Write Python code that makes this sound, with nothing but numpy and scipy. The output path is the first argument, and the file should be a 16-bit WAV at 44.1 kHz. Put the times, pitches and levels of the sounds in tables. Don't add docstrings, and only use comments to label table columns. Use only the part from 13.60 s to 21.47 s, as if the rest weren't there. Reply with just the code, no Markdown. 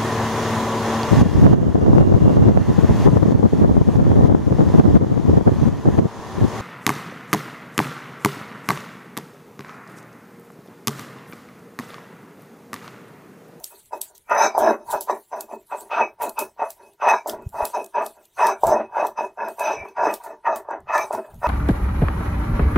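import sys
import numpy as np
from scipy import signal
from scipy.fft import rfft, irfft, next_fast_len
from scipy.io import wavfile
from scipy.ndimage import uniform_filter1d, map_coordinates

SR = 44100
rng = np.random.default_rng(int(sys.argv[2]) if len(sys.argv) > 2 else 0)


def store_wav(level_fs):
    pcm = np.round(np.clip(np.atleast_2d(level_fs), -1, 1) * 32767)
    wavfile.write(sys.argv[1], SR, pcm.T.astype(np.int16))


N = 347067
TIME = np.arange(N) / SR
STEPS = np.arange(0, N / SR, .001)

# [bite t/s, swell/s, hold/s, bite level/dB, peak level/dB, mid-stroke centre f/Hz,
# then base levels over the rasp: slab bass/dB, roller low ring/dB, roller high ring/dB]
STROKES = [(0.0, 0.0071, 0.018, -45, -47.5, 729.4, -9, -26, -19),
           (0.113, 0.016, 0.01485, -51, -50, 833.8, -4, -7, -16),
           (0.334, 0.00372, 0.003485, -27, -29, 760, -8.5, -21, -26.5),
           (0.473, 0.037, 0.044, -58, -56.5, 768.9, -6, -42, -40),
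           (0.705, 0.12, 0.029, -19, -13, 886, -20, -20, -16.5),
           (0.954, 0.14, 0.0073, -22.5, -15.5, 666, -7, -37.5, -22.5),
           (1.194, 0.023, 0.0627, -49.5, -47.5, 675.2, 3.5, -20.5, -20),
           (1.269, 0.064004, 0.0379, -46.5, -21.5, 766.3, -13.5, -32, -22),
           (1.49, 0.012, 0.0049, -21.5, -20.5, 860, -8.5, -32.5, -23.5),
           (1.729, .004, 0.078, -28, -28.5, 709.9, -10.5, -24.5, -23.5),
           (1.884, 0.039, 0.00302, -48.5, -32.5, 717.3, 0, -20, -20.5),
           (2.116, 0.0072, 0.015, -27, -23.5, 825.1, -19, -20.5, -33),
           (2.193, 0.01226, 0.069, -50, -44, 690.5, 1, -26.5, -28),
           (2.315, 0.094, 0.00341, -27, -16.5, 893, -14.5, -10.5, -26.5),
           (2.598, 0.018, 0.052, -39, -23, 730, -10, -21, -23.5),
           (2.78, 0.01559, 0.01168, -26, -23.5, 840, -10.5, -12, -17.5),
           (2.996, 0.027, 0.0044, -22.5, -19.5, 760, -26.5, -23, -29.5),
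           (3.178, 0.04614, 0.073, -50.5, -49, 728.2, -4.5, -10, -12),
           (3.419, 0.068, 0.04842, -23.5, -11.5, 934, -25, -15.5, -22),
           (3.667, 0.00647, 0.16, -26.5, -28.5, 603, -0.5, -30, -29),
           (3.942, 0.076, 0.00369, -30.5, -19, 690, -16.5, -29, -25.5),
           (4.145, 0.016994, 0.03994, -26, -25.5, 800, -7, -15, -21),
           (4.353, 0.025, 0.04839, -23, -17.5, 834, -14.5, -21.5, -27.5),
           (4.55, 0.029, 0.04544, -56, -53, 788, -6.5, -11, -20.5),
           (4.793, 0.052, 0.061, -19.5, -14.5, 906, -18.5, -14.5, -21.5),
           (5.031, 0.091, 0.087, -26.5, -16, 630, -8.5, -35.5, -25),
           (5.308, 0.067, 0.084, -47, -16.5, 820, -17.5, -22, -27.5),
           (5.579, 0.012, 0.054, -27, -24.5, 790, -9.5, -17, -22),
           (5.785, 0.028, 0.06889, -29, -23.5, 787.4, -10, -19, -26.5),
           (5.994, 0.086, 0.062, -25, -20, 785.8, -16.5, -12.5, -16),
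           (6.185, 0.06, 0.045, -40, -38.5, 840, -5.5, -13, -19),
           (6.372, 0.082, 0.052, -23.5, -16, 768.9, -13, -21, -25),
           (6.6, 0.065, 0.07799, -49, -35, 835, -11.5, -21.5, -26.5),
           (6.859, 0.00747, 0.096, -20.5, -16.5, 860, -16.5, -25.5, -30.5),
           (7.047, 0.062, 0.038, -50, -26, 834.6, -10, -32, -38),
           (7.287, 0.06011, 0.076, -28, -14.5, 956, -27, -19, -21),
           (7.51, 0.0068, 0.082, -33, -26, 686, -4, -27, -33),
           (7.62, 0.022, 0.11, -47, -43, 764, -8, -18, -37),
           (7.837, 0.038, 0.047, -20.5, -13.5, 910, -31, -26.5, -24)]
# [rate/(dB/s), extra rate per octave of brightness/(dB/s)]
STROKE_DRIFT = [(64.5, 101.5), (-10, -500), (68, 248)]
# [f/Hz, width/Hz, level/dB]
SLAB_MODES = [(541, 84, -4), (652, 48.775, 2), (790.67, 41.7, -3), (847.4, 31.6, -1.5), (934.3, 45, 3),
              (1034, 33, -1.5), (1121.4, 31.4, -6.5), (1196, 66, -4), (1383, 198, -5), (1663, 197, -4),
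              (1771, 155, -2.5), (2125, 340, -15.5)]
# [f/Hz, width/Hz, level/dB]
SLAB_BASS_MODES = [(224, 50, -7), (209, 33.7, -7), (324.6, 32.6, -2), (386.6, 32.25, 2.5), (457, 83, -4)]
# [f/Hz, width/Hz, level/dB]
ROLLER_LOW_MODES = [(2553, 28, 10), (2610, 90, -7), (2481.5, 200, -13)]
# [f/Hz, width/Hz, level/dB]
ROLLER_LATE_MODES = [(2345, 50, 0), (2300, 250, -12)]
# [peak t/s, Gaussian half length/s, level/dB]
LATE_SWELLS = [(0.831, 0.06212, -35.5), (1.526, 0.027, -48), (2.434, 0.03032, -36), (3.547, 0.043, -39),
               (4.89, 0.042, -41), (6.198, 0.035, -36.5), (6.45, 0.075, -52), (7.405, 0.03386, -35)]
# [f/Hz, width/Hz, level/dB]
ROLLER_HIGH_MODES = [(3830, 55, -7), (4940, 160, -16), (5290, 140, -9.5), (5936, 124, -3.5), (5980, 80, 3),
                     (6164, 175, -7), (8160, 190, -21.5), (11800, 400, -25)]
ROLLER_RISING_TILT = [-3, 6, -3.5, -2, -0.5, -3, -0.5, -0.5]
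# [t/s, impulse level/dB]
KNOCKS = [(0.3332, -20), (0.8439, -12), (0.8637, -7.5), (0.951, -12.5), (0.9802, -1), (1.0264, -6),
          (1.0651, -6), (1.4982, -7), (1.9383, -23), (2.1485, -18), (2.3335, -14.5), (2.4066, -16),
          (2.42, -16), (3.0263, -14.5), (3.4424, -14.5), (3.4783, -3), (3.6612, -15), (3.7353, -20),
          (4.0054, -10.5), (4.1489, -18), (4.1723, -13), (4.3518, -20), (4.4284, -18), (4.8149, -12.5),
          (5.0361, 0), (5.0492, -9.5), (5.0741, -12.5), (5.0953, -9), (5.119, -7.5), (5.1721, -12),
          (5.4019, -20), (5.4283, -8.5), (5.4508, -10), (5.5905, -15.5), (5.6095, -12.5), (5.821, -18),
          (6.0526, -14), (6.4357, -6), (6.4558, -6.5), (7.0888, -17), (7.1505, -26), (7.5096, -10.5),
          (7.5495, -14)]
# [peak t/s, level/dB, 20 dB rise/s, 20 dB fall/s]
HISS_SWELLS = [(0.0, -37.5, .02, 0), (.055, -43.5, 0.1, 0.3), (.375, -49, .06, .04), (.424, -34, .008, .07),
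               (.55, -48, -0.3, .1), (.75, -37.5, -0.16, -2), (.85, -49, 0.5, -2.1), (.988, -37, -0.3, .15),
               (1.1, -55, 2, 0), (1.32, -31.5, 0.05, .07), (1.42, -43, -1, .15), (1.5, -47.5, 0, 1),
               (1.76, -51.5, -0.5, 2), (1.816, -39, .015, -0.4), (1.96, -53, .08, 0), (2.17, -48.5, 0, 0.5),
               (2.215, -44, 0.2, .07), (2.385, -51, -0.1, 0), (2.63, -32, .025, 0.1),
               (2.7, -33.5, .03, -0.16), (2.8, -39, -0.45, 0.1), (3.05, -56, -2.5, -1.5),
               (3.11, -44.5, 0.1, .1), (3.27, -58, .15, 0.5), (3.5, -41, 0.06, .1), (3.69, -37.5, -0.12, 0),
               (3.9, -47.5, 0, -1), (4.0, -44.5, 0.15, -0.5), (4.06, -34.5, 0.07, 0.1), (4.2, -51, 1, 0.25),
               (4.42, -52.5, -0.2, 0.5), (4.47, -40, 0.07, .07), (4.66, -55, 0.2, .05),
               (4.865, -38, .13, .08), (5.06, -38, .06, .1), (5.47, -47.5, .13, 0),
               (5.62, -50.5, -0.5, .11), (5.885, -46, -0.2, 0.2), (6.004, -44, 0.07, .17),
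               (6.25, -61, -4, .1), (6.45, -54, -0.3, 3), (6.545, -35, .06, 0.03), (6.645, -48, 0.1, .1),
               (6.96, -34.5, -0.74, 0.04), (7.11, -49.5, 0, 0), (7.35, -40.5, -0.47, 0.5),
               (7.53, -45, -0.3, .12), (7.7, -57.5, -0.5, 0.8), (7.87, -47, 0.1, .2)]
# [f/Hz, relative density/dB]
HISS_COLOUR = [(1650, -10.5), (2800, -1.5), (4390, -2), (5180, -7.5), (7770, 2.5), (10600, 2), (13900, -1),
               (15800, -1)]
# [t/s, peak level before the high-pass/dB, brightest f/Hz, lower modes level/dB,
# echo level against the clack/dB]
CLACKS = [(0.0409, -14.5, 12900, -1, -8), (0.2565, -45, 8118, -26, -10), (0.4139, -10.5, 11200, -2.5, -8),
          (0.578, -34, 10390, -20, -18), (0.696, -41, 11000, -10, -8.5), (0.978, -23, 11090, -28, 4),
          (1.302, -27, 11240, -15, -6.5), (1.309, -21, 14360, 3, 5), (1.408, -14.5, 13040, -22, -2.5),
          (1.807, -15.5, 12800, -5, -9), (2.0685, -51, 9000, -12, -8), (2.2072, -29.5, 11300, -5.5, -6.5),
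          (2.618, -25, 13400, -3.5, 5), (2.693, -18, 14420, -8, -14), (2.7903, -12.5, 14080, -36, -1.5),
          (3.1033, -20.5, 14170, -18, -8.5), (3.333, -48.5, 9000, -11, -10), (3.487, -24, 8120, 12, -11),
          (3.672, -24.5, 7630, -28, 8.5), (3.695, -15.5, 11930, 12, -6), (3.8211, -45, 13170, 1.5, -2),
          (3.89, -38.5, 8420, -15, -17.5), (4.052, -12.5, 13900, -12.5, -12),
          (4.2428, -28.5, 8334, -22.5, -19), (4.2606, -33.5, 8500, -26, -12),
          (4.462, -22.5, 11540, -20, -13), (4.653, -43, 11030, -1.5, -11), (4.8675, -19, 8396, 1.5, -5.5),
          (5.0085, -43, 9500, -10, -10), (5.037, -28, 7570, -11, -8), (5.0677, -19.5, 8265, -32, -0.5),
          (5.4675, -24.5, 11080, 6, -5), (5.8837, -33, 14300, 0, -13.5), (5.9945, -22, 8400, -17.5, -1),
          (6.2843, -42, 11300, 14, -5), (6.5386, -18.5, 14290, 0.5, -5), (6.6367, -33.5, 8417, -9, 3),
          (6.959, -29, 7630, -14, 1), (7.2035, -51, 9000, -8, -10), (7.3786, -21, 8370, 11, -6),
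          (7.526, -28, 7646, -21, 3.5), (7.5493, -32.5, 8170, 22, -10), (7.7425, -43, 9000, -12, -7)]
# [f/Hz, width/Hz, level/dB]
BANGLE_LOW_MODES = [(3667.7, 500, -3.5), (4700, 350, -4.5), (5800, 350, -5)]
# [f/Hz, width/Hz, level/dB]
BANGLE_HIGH_MODES = [(7760, 540, 4), (8470, 330, 7.5), (9399.3, 460, 8.5), (11540, 490, 12),
                     (12100, 560, 8), (13700, 1700, 17)]
# [peak t/s, level/dB, 20 dB rise/s, 20 dB fall/s]
GUSTS = [(1.03, -53, .1, .2), (1.36, -44, 0.1, -0.1), (3.709, -54, 0, .15), (3.95, -54, 2.5, .1),
         (5.075, -40, .06, .15), (6.24, -35, .06, 0), (7.189, -50, -0.2, 0.3), (7.57, -53, .1, -1),
         (7.747, -50, .1, 0.5), (7.87, -48, .05, .2)]
# [f/Hz, relative density/dB]
AIR_COLOUR = [(15, -11.5), (40, -6.5), (80, -6), (140, -7.5), (250, -16), (500, -120)]
# [centre t/s, level at centre/dB, length/s, lean towards the rebound]
PUFFS = [(3.87, -19, 0.0052, .1), (4.028, -34.5, .007, 1.1)]
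# [f/Hz, 60 dB decay/s]
WALL_DECAY = [(300, 0.074), (2000, 0.14), (6000, 0.035), (14000, 0.057)]
# [f/Hz, relative density/dB]
HOME_COLOUR = [(18, -50), (30, 8), (264, -6), (382, 6), (775, -23.5), (2100, -7.5), (2590, -23),
               (2870, -12), (6000, -22), (11800, -40), (15800, -62)]
# [f/Hz, level/dB]
STEREO_SCATTER = [(1500, -72.5), (3000, -43.5), (4500, -16.5), (9000, -13), (15000, -12)]

BITE_DB_PER_S, STEEPEN_DB_PER_S2, SAG_DB_PER_S, LIFT_DB_PER_S = 750, 12000, 115, 362
ROLLER_REST_DB = -74.5
CLIMB_PER_S, MIDDLE_HZ = .3, 837
CRUNCH_PER_S, CRUNCH_DB = 70, 3
HISS_REST_DB, HISS_TRIM_DB = -76, -3
AIR_REST_DB, AIR_TRIM_DB = -73.5, 1
HOME_DB = -71.5
TOP_HZ = 15750


def strokes():
    bite_s, swell, hold, bite_db, peak_db, hz, *over_db = np.transpose(STROKES)[:, :, None]
    t = STEPS - bite_s
    before = np.minimum(t, 0)
    onset_db = BITE_DB_PER_S * before - STEEPEN_DB_PER_S2 * before ** 2
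    swell_db = (peak_db - bite_db) * np.clip(t / swell, 0, 1)
    sag_db = SAG_DB_PER_S * np.clip(t - swell, 0, hold)
    lift_db = LIFT_DB_PER_S * np.maximum(t - swell - hold, 0)
    level_db = bite_db + onset_db + swell_db - sag_db - lift_db

    through = np.clip(t, 0, swell + hold + 0.021) - (swell + hold) / 2
    bright = np.log2(hz / MIDDLE_HZ)
    colours = [hz * np.exp(CLIMB_PER_S * through)]
    for db, (rate, more) in zip(over_db, STROKE_DRIFT):
        colours.append(db + (rate + more * bright) * through)
    share = amp(level_db) / amp(level_db).sum(axis=0)
    blended = [np.interp(TIME, STEPS, (share * colour).sum(axis=0)) for colour in colours]
    return [total(level_db, ROLLER_REST_DB)] + blended


def grinding(slab_db, centre_hz, bass_db, low_db, high_db):
    rising = np.tanh(uniform_filter1d(np.gradient(slab_db), size=1800) * SR / 350)
    centre_hz = centre_hz * np.exp(.23 * rising)
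    rasp = grit(spiky_db=3.0, lumpy_db=3.5, rate=82)

    octaves = np.log2(np.array(SLAB_MODES)[:, :1] / centre_hz)
    bite_db = 0.063 * (np.clip(slab_db, -45, 0) + 31.5) * np.clip(octaves, 0, 1)
    focus_db = 10 + 12 * np.clip(rising, 0, 1)
    shifting_db = np.array([2.78 * wobble(14) for mode in SLAB_MODES])
    slab_weights = amp(bite_db - focus_db * np.abs(octaves) + shifting_db)
    slab = ring(amp(slab_db) * rasp, SLAB_MODES, slab_weights)
    slab = filtered(slab, lambda hz: 1 / (1 + (hz / 2600) ** 6))

    weight_db = np.interp(TIME - .012, TIME, slab_db)
    deep_db = 25 * np.log2(centre_hz / 800) * np.log2(np.array(SLAB_BASS_MODES)[:, :1] / 390)
    bass = ring(amp(weight_db + bass_db - 2.0 * rising) * rasp, SLAB_BASS_MODES, amp(deep_db))
    bass = filtered(bass, lambda hz: 1 / (1 + (hz / 700) ** 4) / (1 + (140 / (hz + 1)) ** 4))

    fine = grit(spiky_db=1.5, lumpy_db=3, rate=30)
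    damped_db = .4 * np.clip(slab_db + 32, -30, 0)
    low_weights = amp([3.0 * wobble(12) for mode in ROLLER_LOW_MODES])
    low = ring(amp(slab_db + low_db + damped_db) * fine, ROLLER_LOW_MODES, low_weights)
    late = sum(amp(db) * np.exp(-((TIME - s) / half) ** 2 / 2) for s, half, db in LATE_SWELLS)
    low = low + ring(late * fine, ROLLER_LATE_MODES)
    low = filtered(low, lambda hz: 1 / (1 + (np.log2((hz + 1) / 2500) / 1.2) ** 4))

    high_weights = amp([3.0 * wobble(14) + tilt_db * rising for tilt_db in ROLLER_RISING_TILT])
    coarse = grit(spiky_db=3.0, lumpy_db=5.0, rate=32)
    high = ring(amp(slab_db + high_db) * coarse, ROLLER_HIGH_MODES, high_weights)
    high = filtered(high, lambda hz: 1 / (1 + (3300 / (hz + 1)) ** 8))
    return slab + bass + low + high


def knocks(slab_db):
    t = (np.arange(SR // 100) - SR // 200) / SR
    thud = -np.sin(2 * np.pi * 760 * t) * np.exp(-(t / .00078) ** 2 / 2)
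    luck = rng.random((2, N))
    caught = luck[0] < CRUNCH_PER_S / SR
    crunch = caught * (2 * luck[1] - 1) * 2 * amp(slab_db + CRUNCH_DB)
    hard = blows(KNOCKS, np.array(KNOCKS)[:, 1])
    hits = signal.fftconvolve(hard + crunch, thud, mode="same")
    return hits + amp(-19.0) * ring(hits, SLAB_MODES)


def treble_hiss():
    hiss_db = bursts(HISS_SWELLS, HISS_REST_DB)
    crackle = grit(spiky_db=1.5, lumpy_db=2, rate=45)
    z = signal.stft(crackle, nperseg=256)[2]
    patches = uniform_filter1d(rng.standard_normal(z.shape), size=6, axis=0)
    patches = uniform_filter1d(patches, size=14, axis=1)
    crackle = signal.istft(z * amp(5.1 * unit(patches)), nperseg=256)[1][:N]
    hiss = unit(filtered(crackle, lambda hz: amp(along(HISS_COLOUR, hz))))
    return amp(hiss_db + HISS_TRIM_DB) * hiss


def bangles():
    out, t = np.zeros(N + SR), np.arange(SR // 4) / SR
    low, high = np.array(BANGLE_LOW_MODES), np.array(BANGLE_HIGH_MODES)
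    short, lead = t[:SR // 40], .005
    since = short - lead - .0014
    envelope = np.where(since < 0, amp(4000 * since - 9), amp(-4500 * since))
    for s, db, bright_hz, low_db, echo_db in CLACKS:
        high_db = -8 * np.abs(np.log2(high[:, :1] / bright_hz))
        modes = np.vstack([low + [0, 0, low_db], high + high_db * [0, 0, 1]])
        hz, width, level_db = modes.T[:, :, None]
        luck = rng.standard_normal((2, len(hz), 1))
        hz, level_db = hz * (1 + .04 * luck[1]), level_db + 3 * luck[0]
        partials = amp(level_db) * np.exp(-np.pi * width * short) * np.sin(2 * np.pi * hz * short)
        body = partials.sum(axis=0)

        burst = envelope * rng.standard_normal(len(short))
        clack = signal.fftconvolve(burst, body)[:len(short)]
        clack = clack + 4 * np.diff(burst, prepend=0)
        clack = clack * amp(db) / np.abs(clack).max()

        tail = rng.standard_normal(len(t)) * amp(-60 * (t / 0.13) ** 1.1) * (1 - np.exp(-t / 0.0057))
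        blurred = body * np.exp(-short / .0004)
        tail = np.pad(signal.fftconvolve(tail, blurred), (SR // 160, 0))[:len(t)]
        sound = amp(echo_db) * np.linalg.norm(clack) * tail / np.linalg.norm(tail)
        sound[:len(clack)] += clack
        out[round((s - lead) * SR):][:len(t)] += sound
    return filtered(out[:N], lambda hz: 1 / (1 + (2900 / (hz + 1)) ** 8))


def air(slab_db):
    gust = amp(bursts(GUSTS, AIR_REST_DB) + AIR_TRIM_DB)
    floor = amp(1.1 * slab_db - 63.0)
    rumble = filtered(rng.standard_normal(N), lambda hz: amp(along(AIR_COLOUR, hz)))
    out = np.hypot(gust, floor) * unit(rumble * amp(4.7 * wobble(14)))
    for s, db, length, lean in PUFFS:
        u = (TIME - s) / (length / 2)
        out = out + amp(db) * (1 - u * u - lean * u) * np.exp(-u * u / 2)
    return out


def echo(x):
    hz, t, z = signal.stft(rng.standard_normal(SR // 3), SR, nperseg=128)
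    decay = amp(-60 * t / along(WALL_DECAY, hz)[:, None])
    tail = signal.istft(z * decay, SR, nperseg=128)[1]
    delayed = np.pad(x, (130, 0))
    return signal.fftconvolve(delayed, tail / np.linalg.norm(tail))[:N]


def home():
    return amp(HOME_DB) * unit(filtered(rng.standard_normal(N), lambda hz: amp(along(HOME_COLOUR, hz))))


def amp(db):
    return np.exp(np.asarray(db) * (np.log(10) / 20))


def unit(x):
    return x / np.sqrt(np.mean(x ** 2) + 1e-20)


def along(points, hz):
    f, v = np.transpose(points)
    return np.interp(np.log(hz + 1), np.log(f + 1), v)


def wobble(rate):
    knots = rng.standard_normal(int(N / SR * 400) + 4)
    return np.interp(TIME, STEPS, map_coordinates(knots, [STEPS * rate], order=2))


def filtered(x, response):
    m = next_fast_len(N + SR // 2)
    return irfft(rfft(x, m) * response(np.fft.rfftfreq(m, 1 / SR)), m)[..., :N]


def ring(x, modes, weights=None):
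    weights = np.ones((len(modes), 1)) if weights is None else weights
    out, power = 0, 0
    for (hz, width, db), weight in zip(modes, weights):
        power = power + (amp(db) * weight) ** 2 * np.pi * width / SR
    for k, ((hz, width, db), weight) in enumerate(zip(modes, weights)):
        b, a = signal.iirpeak(hz, hz / width, SR)
        drive = x * amp(db) * weight / np.sqrt(power)
        out = out + (-1) ** k * signal.lfilter(b, a, drive)
    return out


def grit(spiky_db, lumpy_db, rate):
    grain = np.minimum(rng.exponential(size=N), 8.5)
    size_db = spiky_db * grain + lumpy_db * np.tanh(wobble(rate))
    return unit(amp(size_db) * rng.standard_normal(N))


def blows(rows, db):
    at = np.round(np.array(rows)[:, 0] * SR).astype(int)
    return np.bincount(at, amp(db), N)


def total(levels_db, rest_db):
    power = np.sum(amp(2 * levels_db), axis=0) + amp(2 * rest_db)
    return np.interp(TIME, STEPS, 10 * np.log10(power))


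def bursts(rows, rest_db):
    s, db, rise, fall = np.transpose(rows)[:, :, None]
    before = (s - STEPS) / np.clip(rise, .004, .3)
    after = (STEPS - s) / np.clip(fall, .004, .3)
    return total(db - 20 * np.maximum(before, after), rest_db)


def scene():
    pressure = strokes()
    slab_db = pressure[0]
    stones = grinding(*pressure) + knocks(slab_db)
    mid = stones + amp(-10) * echo(stones) + treble_hiss() + bangles() + air(slab_db) + home()
    hz, _, z = signal.stft(mid, SR, nperseg=256)
    random_phase = np.exp(2j * np.pi * rng.random(z.shape))
    scatter = random_phase * amp(along(STEREO_SCATTER, hz))[:, None]
    side = signal.istft(z * scatter, SR, nperseg=256)[1][:N]
    return np.array([mid + side, mid - side])


def record(dry):
    return filtered(dry, lambda hz: 1 / (1 + (hz / TOP_HZ) ** 120))


dry = scene()
out = record(dry)
store_wav(out)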